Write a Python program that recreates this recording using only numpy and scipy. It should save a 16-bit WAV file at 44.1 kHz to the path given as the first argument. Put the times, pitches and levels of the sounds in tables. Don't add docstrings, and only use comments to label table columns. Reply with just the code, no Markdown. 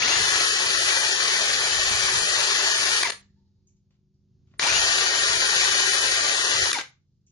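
import sys
import numpy as np
from scipy import signal
from scipy.fft import rfft, irfft
from scipy.io import wavfile
from scipy.ndimage import uniform_filter1d

SR = 44100
rng = np.random.default_rng(int(sys.argv[2]) if len(sys.argv) > 2 else 0)


def gain_from_db(level_db):
    decades = np.asarray(level_db, float) / 20
    return 10 ** decades


def generate_wav(signal):
    frames = np.transpose(np.atleast_2d(signal))
    scaled = np.clip(frames, -1, 1) * 32767
    pcm = np.round(scaled).astype(np.int16)
    wavfile.write(sys.argv[1], SR, pcm)


N = 322371
T = np.arange(N) / SR
GEAR_RATIO = 14.36


def unit(x):
    return x / np.sqrt(np.mean(x ** 2))


def curves(table):
    s, *columns = np.transpose(table)
    return [np.interp(T, s, c) for c in columns]


def ramp(start_s, length_s):
    return np.clip((T - start_s) / length_s, 0, 1)


def walk(rate):
    levels = uniform_filter1d(np.repeat(rng.standard_normal(int(N / SR * rate) + 2), 4), 4)
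    return 1.3 * np.interp(T * rate * 4, np.arange(len(levels)), levels)


def colour(x, points, size=4096):
    hz, db = np.transpose(points)
    log_hz = np.log(np.fft.rfftfreq(size, 1 / SR) + 1)
    cep = irfft(np.log(gain_from_db(np.interp(log_hz, np.log(hz), db))))
    cep[1:size // 2] *= 2
    cep[size // 2 + 1:] = 0
    return signal.fftconvolve(x, irfft(np.exp(rfft(cep))))[:len(x)]


def band(x, hz, width_hz):
    edges = np.clip([hz - width_hz / 2, hz + width_hz / 2], 50, 20000)
    return signal.sosfilt(signal.butter(2, edges, "bandpass", fs=SR, output="sos"), x)


def grains(share, spread_db):
    hit = rng.random(N) < share
    sign = rng.standard_normal(N)
    size = rng.exponential(size=N)
    return unit(hit * sign * gain_from_db(spread_db * size))


def shop():
    # pitch_hz [Hz], level_db [dB per Hz]
    rumble_spectrum = [(15, -47.5), (25, -18.5), (75, -5.5), (145, -5.5), (207, -20), (319, -21.5),
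                       (381, -24.5), (635, -39), (1950, -49.5), (4870, -42), (6900, -44.5), (7400, -68),
                       (22000, -120)]
    # time_s [s], level_db [dB]
    swell = [
        (3.25, -62.5),
        (3.8, -67),
        (4.15, -67.5),
        (4.3, -64.5),
        (4.56, -60),
        (6.95, -68.5),
    ]
    # multiple [of its beat], level_db [dB], drift_db [dB per s]
    hum_tones = [(2, -72, 0), (3, -72, -3), (3.72, -66, 0), (5, -70, 4), (6, -67, 2), (7, -76, 0),
                 (8, -66, -6), (9, -82, 0), (10, -80, 0), (11, -82, -3), (15, -77, -2)]
    beat_hz = 24.8
    swell_db = curves(swell)[0]
    mid, side = (unit(colour(rng.standard_normal(N), rumble_spectrum)) for _ in range(2))
    hum = 0
    for k, db, drift_db in hum_tones:
        level_db = db + 70.5 + drift_db * np.clip(T - 3.9, -1, .7) + 2 * walk(6)
        hum = hum + gain_from_db(level_db) * np.sin(2 * np.pi * k * beat_hz * T + .4 * walk(4))
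    return gain_from_db(swell_db - 3.0) * (mid + 0.57 * hum + 0.42 * side * np.array([[1], [-1]]))


def rustle():
    # start_s [s], level_db [dB], centre_hz [Hz], width_hz [Hz],
    # decay_s [s]
    puffs = [(3.3, -86, 4500, 1500, .34), (3.67, -67, 6400, 1200, .04), (3.68, -87, 2600, 900, .05),
             (3.905, -77, 3000, 5000, .04), (4.14, -80, 5300, 1500, .04), (4.47, -78, 3500, 5500, .1),
             (4.537, -52, 1100, 1200, .003), (4.51, -75, 2500, 4000, .06), (3.36, -88, 900, 80, .2),
             (3.28, -87, 1800, 300, .09), (7.0, -89, 5000, 3000, .27), (7.265, -70, 6400, 1200, .08),
             (7.27, -84, 3000, 1200, .05)]
    out, t = np.zeros(N + SR), T[:SR]
    for s, db, hz, width_hz, decay in puffs:
        puff = np.minimum(t * 500, 1) * np.exp(-t / decay) * unit(band(rng.standard_normal(SR), hz, width_hz))
        out[int(s * SR):int(s * SR) + SR] += gain_from_db(db) * puff
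    return out[:N] * gain_from_db(2.5 * walk(67))


def motor():
    # [dB, brush at low speed]
    runs = [
        (-.015, 2.985, 3.02, 3.108, 6),
        (4.593, 6.675, 6.729, 6.815, 4),
    ]
    full_hz, spin_up_s, start_lag_s = 379.2, .09, .005
    coast_hz_per_s, brake_hz_per_s = 1050, 2100
    which = np.where(T < (runs[0][3] + runs[1][0]) / 2, 0, 1)
    on, free, brake, stop, bite_db = np.array(runs).T[:, which]
    up = np.tanh(np.maximum(T - on - start_lag_s, 0) / spin_up_s)
    lost_hz = coast_hz_per_s * np.clip(T - free, 0, brake - free) + brake_hz_per_s * np.maximum(T - brake, 0)
    rotor_hz = np.maximum(full_hz * up * (1 + .004 * walk(2.5)) - lost_hz, 0)
    slow = 1 - rotor_hz / full_hz
    level_db = -25.5 - 11.5 * slow + bite_db * (1 - up)
    level_db = level_db + 2.5 * np.exp(-np.abs(T - on) / 0.36)
    level_db = level_db - 2 * ramp(free, brake - free)
    level_db = level_db + (-6.5 + bite_db) * ramp(brake - .011, .004) + .5 * walk(5)
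    spinning = ramp(on, 0.0027) * (1 - ramp(stop - .0048, 0.0075))
    wire_db = -13.5 - 6.5 * slow + 1.0 * walk(9.9)
    return rotor_hz, spinning, level_db, wire_db


def draught(turns):
    # pitch_hz [Hz], level_db [dB per Hz]
    buffet_spectrum = [(20, -12), (50, -4), (100, 2.5), (170, -4), (300, -14.5), (800, -38)]
    # time_s [s], length_s [s], level_db [dB]
    jolts = [
        (.06, 0.053, 11.5),
        (0.212, 0.067, 13.5),
        (1.552, 0.14, 4),
        (2.898, .1, 5),
        (4.76, .09, 5.5),
        (6.617, 0.083, 9),
    ]
    chuck = 2 * np.pi * turns / GEAR_RATIO
    beat_db = 5 * np.sin(2 * chuck) + 2.1 * np.sin(chuck) + 3 * walk(4.01)
    beat_db = beat_db + sum(db * np.exp(-((T - s) / length) ** 2) for s, length, db in jolts)
    shared = .7 * gain_from_db(3.6 * walk(7)) * unit(colour(rng.standard_normal(N), buffet_spectrum))
    both = []
    for _ in range(2):
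        own = gain_from_db(4.0 * walk(6.5)) * unit(colour(rng.standard_normal(N), buffet_spectrum))
        both.append(gain_from_db(-32.0 + beat_db) * (shared + own))
    return np.array(both)


def clacks():
    # start_s [s], peak_db [dB], ring_hz [Hz], length_ms [ms]
    knock_list = [(3.0283, -12, 4300, 1.4), (3.0318, -13, 5000, 1.5), (3.0328, -9.5, 2000, 2.2),
                  (3.072, -16.5, 1700, 3), (3.0995, -16, 5000, 2.2), (3.1036, -14, 4000, 1.5),
                  (3.1206, -25, 4350, 3), (4.5955, -9.5, 2300, .9), (4.6272, -14.5, 2450, 1.8),
                  (4.636, -16, 2500, 5), (4.669, -13, 4000, 1.8), (4.675, -14, 4000, 1.8),
                  (6.7160, -12, 3000, 1.4), (6.7298, -9.5, 3700, 1.6), (6.7304, -14, 6200, 1.4),
                  (6.785, -17.5, 1500, 5), (6.7945, -23, 1500, 2), (6.8104, -23, 2200, 3)]
    out, t = np.zeros(N), T[:2000]
    noise = rng.standard_normal((len(knock_list), len(t)))
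    for (s, db, hz, ms), grit in zip(knock_list, noise):
        crack = unit(band(grit, 300 + 1.2 * hz, 2.4 * hz))
        knock = (crack + .5 * np.sin(2 * np.pi * hz * t)) * np.exp(-1000 * t / ms)
        i = int(s * SR)
        out[i:i + len(t)] += gain_from_db(db + 1.0) * knock / np.abs(knock).max()
    return out


def rattle(turns):
    # pitch_hz [Hz], level_db [dB per Hz]
    rattle_spectrum = [(25, -38), (90, -23.5), (250, -21.5), (420, -12), (1000, -8), (1750, -1.5),
                       (2050, -2.5), (3000, -5.5), (4500, -3), (5200, -5.5), (6700, -5.5), (7150, -10.5),
                       (7350, -19.5), (9000, -40)]
    chuck = 2 * np.pi * turns / GEAR_RATIO
    throb_db = 0.19 * np.sin(chuck) + 0.15 * np.sin(2 * chuck + 0.36) + 1.17 * walk(90) + 0.18 * walk(8)
    return gain_from_db(throb_db) * unit(colour(grains(.4, 1.5), rattle_spectrum))


def casing_db(hz):
    # pitch_hz [Hz], width_hz [Hz], lift_db [dB]
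    shell_modes = [(950, 350, 9), (1300, 400, -6), (2400, 550, 6), (3350, 400, -7), (4700, 1800, -2)]
    return sum(db / (1 + (2 * (hz - f) / w) ** 2) for f, w, db in shell_modes)


def whine(rotor_hz, turns):
    rotor_tones = [(1, -23.5, 2.5, -3, -3, 1), (1.14, -27, 2.5, -6, -6, 1), (1.21, -28, 2.5, -6, -6, 1),
                   (2, -27, 2.5, -3, -3, 1), (3.75, -34, 2, 11, 11, 680), (8, -8.5, 2.5, -8, -9, 1900),
                   (9, -24, 4, -3, -12, 1), (16, -26, 2.5, 11, 3, 2200), (20, -25, 3, 0, -10, 1),
                   (24, -26, 3, 0, -10, 1)]
    torque = uniform_filter1d(np.gradient(rotor_hz) * SR, size=800) / 1500
    push = np.clip(torque, 0, 1)
    brake = np.clip(-torque - .5, 0, 1)
    coast = np.clip(-torque, 0, 1) - brake
    judder_db = 2 * (push + brake) * walk(70)
    fan_db = -9 + 2 * push + judder_db + 2 * walk(14) + 1.5 * np.sin(2 * np.pi * turns / GEAR_RATIO)
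    fan = np.sin(2 * np.pi * 19 * turns + .5 * walk(40))
    out = gain_from_db(fan_db) * (rotor_hz / 380) ** 3 * fan
    for k, db, shake_db, push_db, brake_db, above_hz in rotor_tones:
        tone = np.sin(2 * np.pi * k * turns + .35 * walk(40))
        tone = tone * np.clip(k * rotor_hz / above_hz, 0, 1) ** 8
        tone_db = db + push_db * push + brake_db * brake + casing_db(k * rotor_hz)
        out = out + gain_from_db(tone_db - 7.8 * coast + judder_db + shake_db * walk(35)) * tone
    return out * np.clip(rotor_hz / (130 + 110 * brake), 0, 1) ** 4


def flares(turns):
    sweeps = [(.029, .009, 16, 1), (.048, .005, 16, -3), (.055, .005, 19, -1), (.065, .007, 15.5, -3),
              (.075, .015, 7.7, -2), (.08, .01, 19, -5), (.11, .006, 19, -2), (.128, .013, 8, -6),
              (3.052, .014, 8, -2), (3.058, .009, 3.75, -3), (3.087, .005, 3.6, -7), (4.638, .004, 16, -2),
              (4.668, .015, 3.75, -4), (4.685, .006, 5.2, -3), (4.702, .016, 8, -2), (4.71, .01, 19, -3),
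              (4.765, .013, 19, -5), (4.775, .028, 8, -7), (6.748, .012, 8, -6), (6.767, .014, 3.75, -4)]
    shake = walk(150)
    out = 0
    for s, half, k, db in sweeps:
        tone = np.sin(2 * np.pi * k * turns + .5 * shake[::-1])
        out = out + gain_from_db(db) * np.exp(-((T - s) / half) ** 4) * tone
    return gain_from_db(2.5 * shake) * out


def wires(turns):
    # pitch_hz [Hz], level_db [dB per Hz]
    wire_spectrum = [(3000, -28.5), (7300, 7.5), (8150, 10.5), (8400, 13), (10600, 14.5), (12500, -28.5)]
    wobble_db = 0.4 * np.sin(2 * np.pi * turns / GEAR_RATIO + 1.0) + 0.23 * walk(45) + 0.18 * walk(9.9)
    return gain_from_db(wobble_db) * unit(colour(grains(.3, 0.7), wire_spectrum))


def room(x, count=6):
    t60_s = 0.28
    t = T[:SR // 2]
    noise = rng.standard_normal((count, 2, len(t)))
    dull = signal.lfilter([.3], [1, -.7], noise)
    deep = signal.lfilter([.15], [1, -.85], noise)
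    tail = (noise - dull) * gain_from_db(-60 * t / (0.75 * t60_s))
    tail = tail + (dull - deep) * gain_from_db(-60 * t / (1.0 * t60_s))
    tail = tail + deep * gain_from_db(-60 * t / (0.7 * t60_s))
    tail = tail * np.minimum(t / 0.0016, 1)
    aim = np.array([walk(1.5) for _ in range(count)])
    aim = aim / np.sqrt(np.sum(aim ** 2, axis=0))
    tail = tail / np.sqrt(np.mean(np.sum(tail ** 2, axis=2)))
    return gain_from_db(-3.5) * sum(signal.fftconvolve((x * a)[None], h, axes=1)[:, :N] for a, h in zip(aim, tail))


def ports(x, count, left_db):
    return np.array([x * gain_from_db(left_db / 2), np.roll(x, count) * gain_from_db(-left_db / 2)])


def body_colour(near):
    shading = [(0, 1780, 220, .35), (0, 2110, 300, -.5), (1, 1650, 600, -.2), (0, 4400, 700, .12)]
    out = near
    for port, hz, width_hz, share in shading:
        out = out + share * band(near[port], hz, width_hz) * (np.arange(2) == port)[:, None]
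    return out


def scene():
    rotor_hz, spinning, level_db, wire_db = motor()
    turns = np.cumsum(rotor_hz) / SR
    on = spinning * gain_from_db(level_db)
    body = on * rattle(turns)
    knocks = clacks()
    song = spinning * gain_from_db(-25) * (whine(rotor_hz, turns) + flares(turns))
    shaded = song - .75 * band(song, 3030, 300)
    brush = on * (gain_from_db(wire_db) * wires(turns) + gain_from_db(-4.5) * rattle(turns))
    rim = on * gain_from_db(wire_db - 3.5) * wires(turns)
    hands = rustle()
    near = ports(body, count=8, left_db=5.5) + ports(brush, count=12, left_db=12.0)
    near = near + ports(hands, count=4, left_db=0.0) + ports(rim, count=0, left_db=8.0)
    near = body_colour(near + ports(knocks, count=1, left_db=4.0))
    echo = room(body + gain_from_db(1.0) * knocks + brush + hands + gain_from_db(-3.5) * song)
    return near + on * draught(turns) + echo + shop() + np.array([shaded, np.roll(song, shift=1)])


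def masking(x, left_db=-50, loud_db=-96):
    starved = [(130, 215, .4, .4), (215, 300, .5, .45), (1100, 1250, .1, .1), (3900, 4100, .06, .05),
               (5400, 5700, .03, .03), (470, 560, .15, .15), (560, 690, .22, .2), (690, 860, .12, .12),
               (860, 1030, .36, .25), (1030, 1100, .15, .15), (1250, 1400, .08, .08),
               (1950, 2070, .35, .08), (2070, 2330, .62, .1), (2330, 2500, .25, .05), (2500, 2600, .3, .05),
               (2600, 2780, .46, .08), (2780, 2980, .5, .08), (3080, 3200, .25, .05),
               (3200, 3350, .15, .05), (3450, 3600, .25, .1), (3600, 3780, .15, .1), (7290, 7500, .85, .1),
               (7500, 7750, .9, .12), (7750, 7950, .93, .2), (7950, 8270, .9, .15), (8270, 8600, .3, .25),
               (8600, 8950, .2, .2), (8950, 9300, .2, .2), (9300, 9650, .2, .2), (9650, 10000, .2, .2),
               (10000, 10400, .2, .2), (10400, 10850, .15, .15)]
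    top_bands_hz = 7000
    hz, _, z = signal.stft(np.array([x[0] + x[1], x[0] - x[1]]) / 2, SR, nperseg=2048, noverlap=1024)
    level = np.abs(z).mean(axis=(0, 1))
    loud = level > gain_from_db(loud_db)
    steady = (level > gain_from_db(loud_db + 24)) & np.roll(loud, shift=9) & np.roll(loud, shift=-7)
    luck = uniform_filter1d(rng.standard_normal((len(starved), 2, len(loud))), size=3)
    luck[:, 1] += .8 * luck[:, 0]
    for (low, high, *shares), draw in zip(starved, luck):
        limit = np.array([np.quantile(d, s) for d, s in zip(draw, shares)])
        lost = (loud if low > top_bands_hz else steady) & (draw < limit[:, None])
        z[:, (hz >= low) & (hz < high)] *= np.where(lost, gain_from_db(left_db), 1)[:, None]
    z[:, hz > top_bands_hz + 600] *= np.where(loud, 1, gain_from_db(left_db))
    mid, side = signal.istft(z, nperseg=2048, noverlap=1024)[1][:, :N]
    return np.array([mid + side, mid - side])


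def top_cut(x):
    return signal.sosfilt(signal.butter(12, 11920, fs=SR, output="sos"), x)


def record(dry):
    # start_s [s], length_s [s], level_db [dB]
    ducks = [
        (3.038, .006, -5),
        (3.109, .010, -7),
        (6.7195, .0095, -9),
        (6.7355, .004, -9),
        (3.024, .004, -4),
    ]
    duck_db = sum(db * (ramp(s, .001) - ramp(s + length - .001, .001)) for s, length, db in ducks)
    thinned = masking(dry * gain_from_db(duck_db))
    cut = signal.sosfilt(signal.ellip(12, .3, 70, 10830, fs=SR, output="sos"), thinned)
    return top_cut(cut)


dry = scene()
out = record(dry)
generate_wav(out)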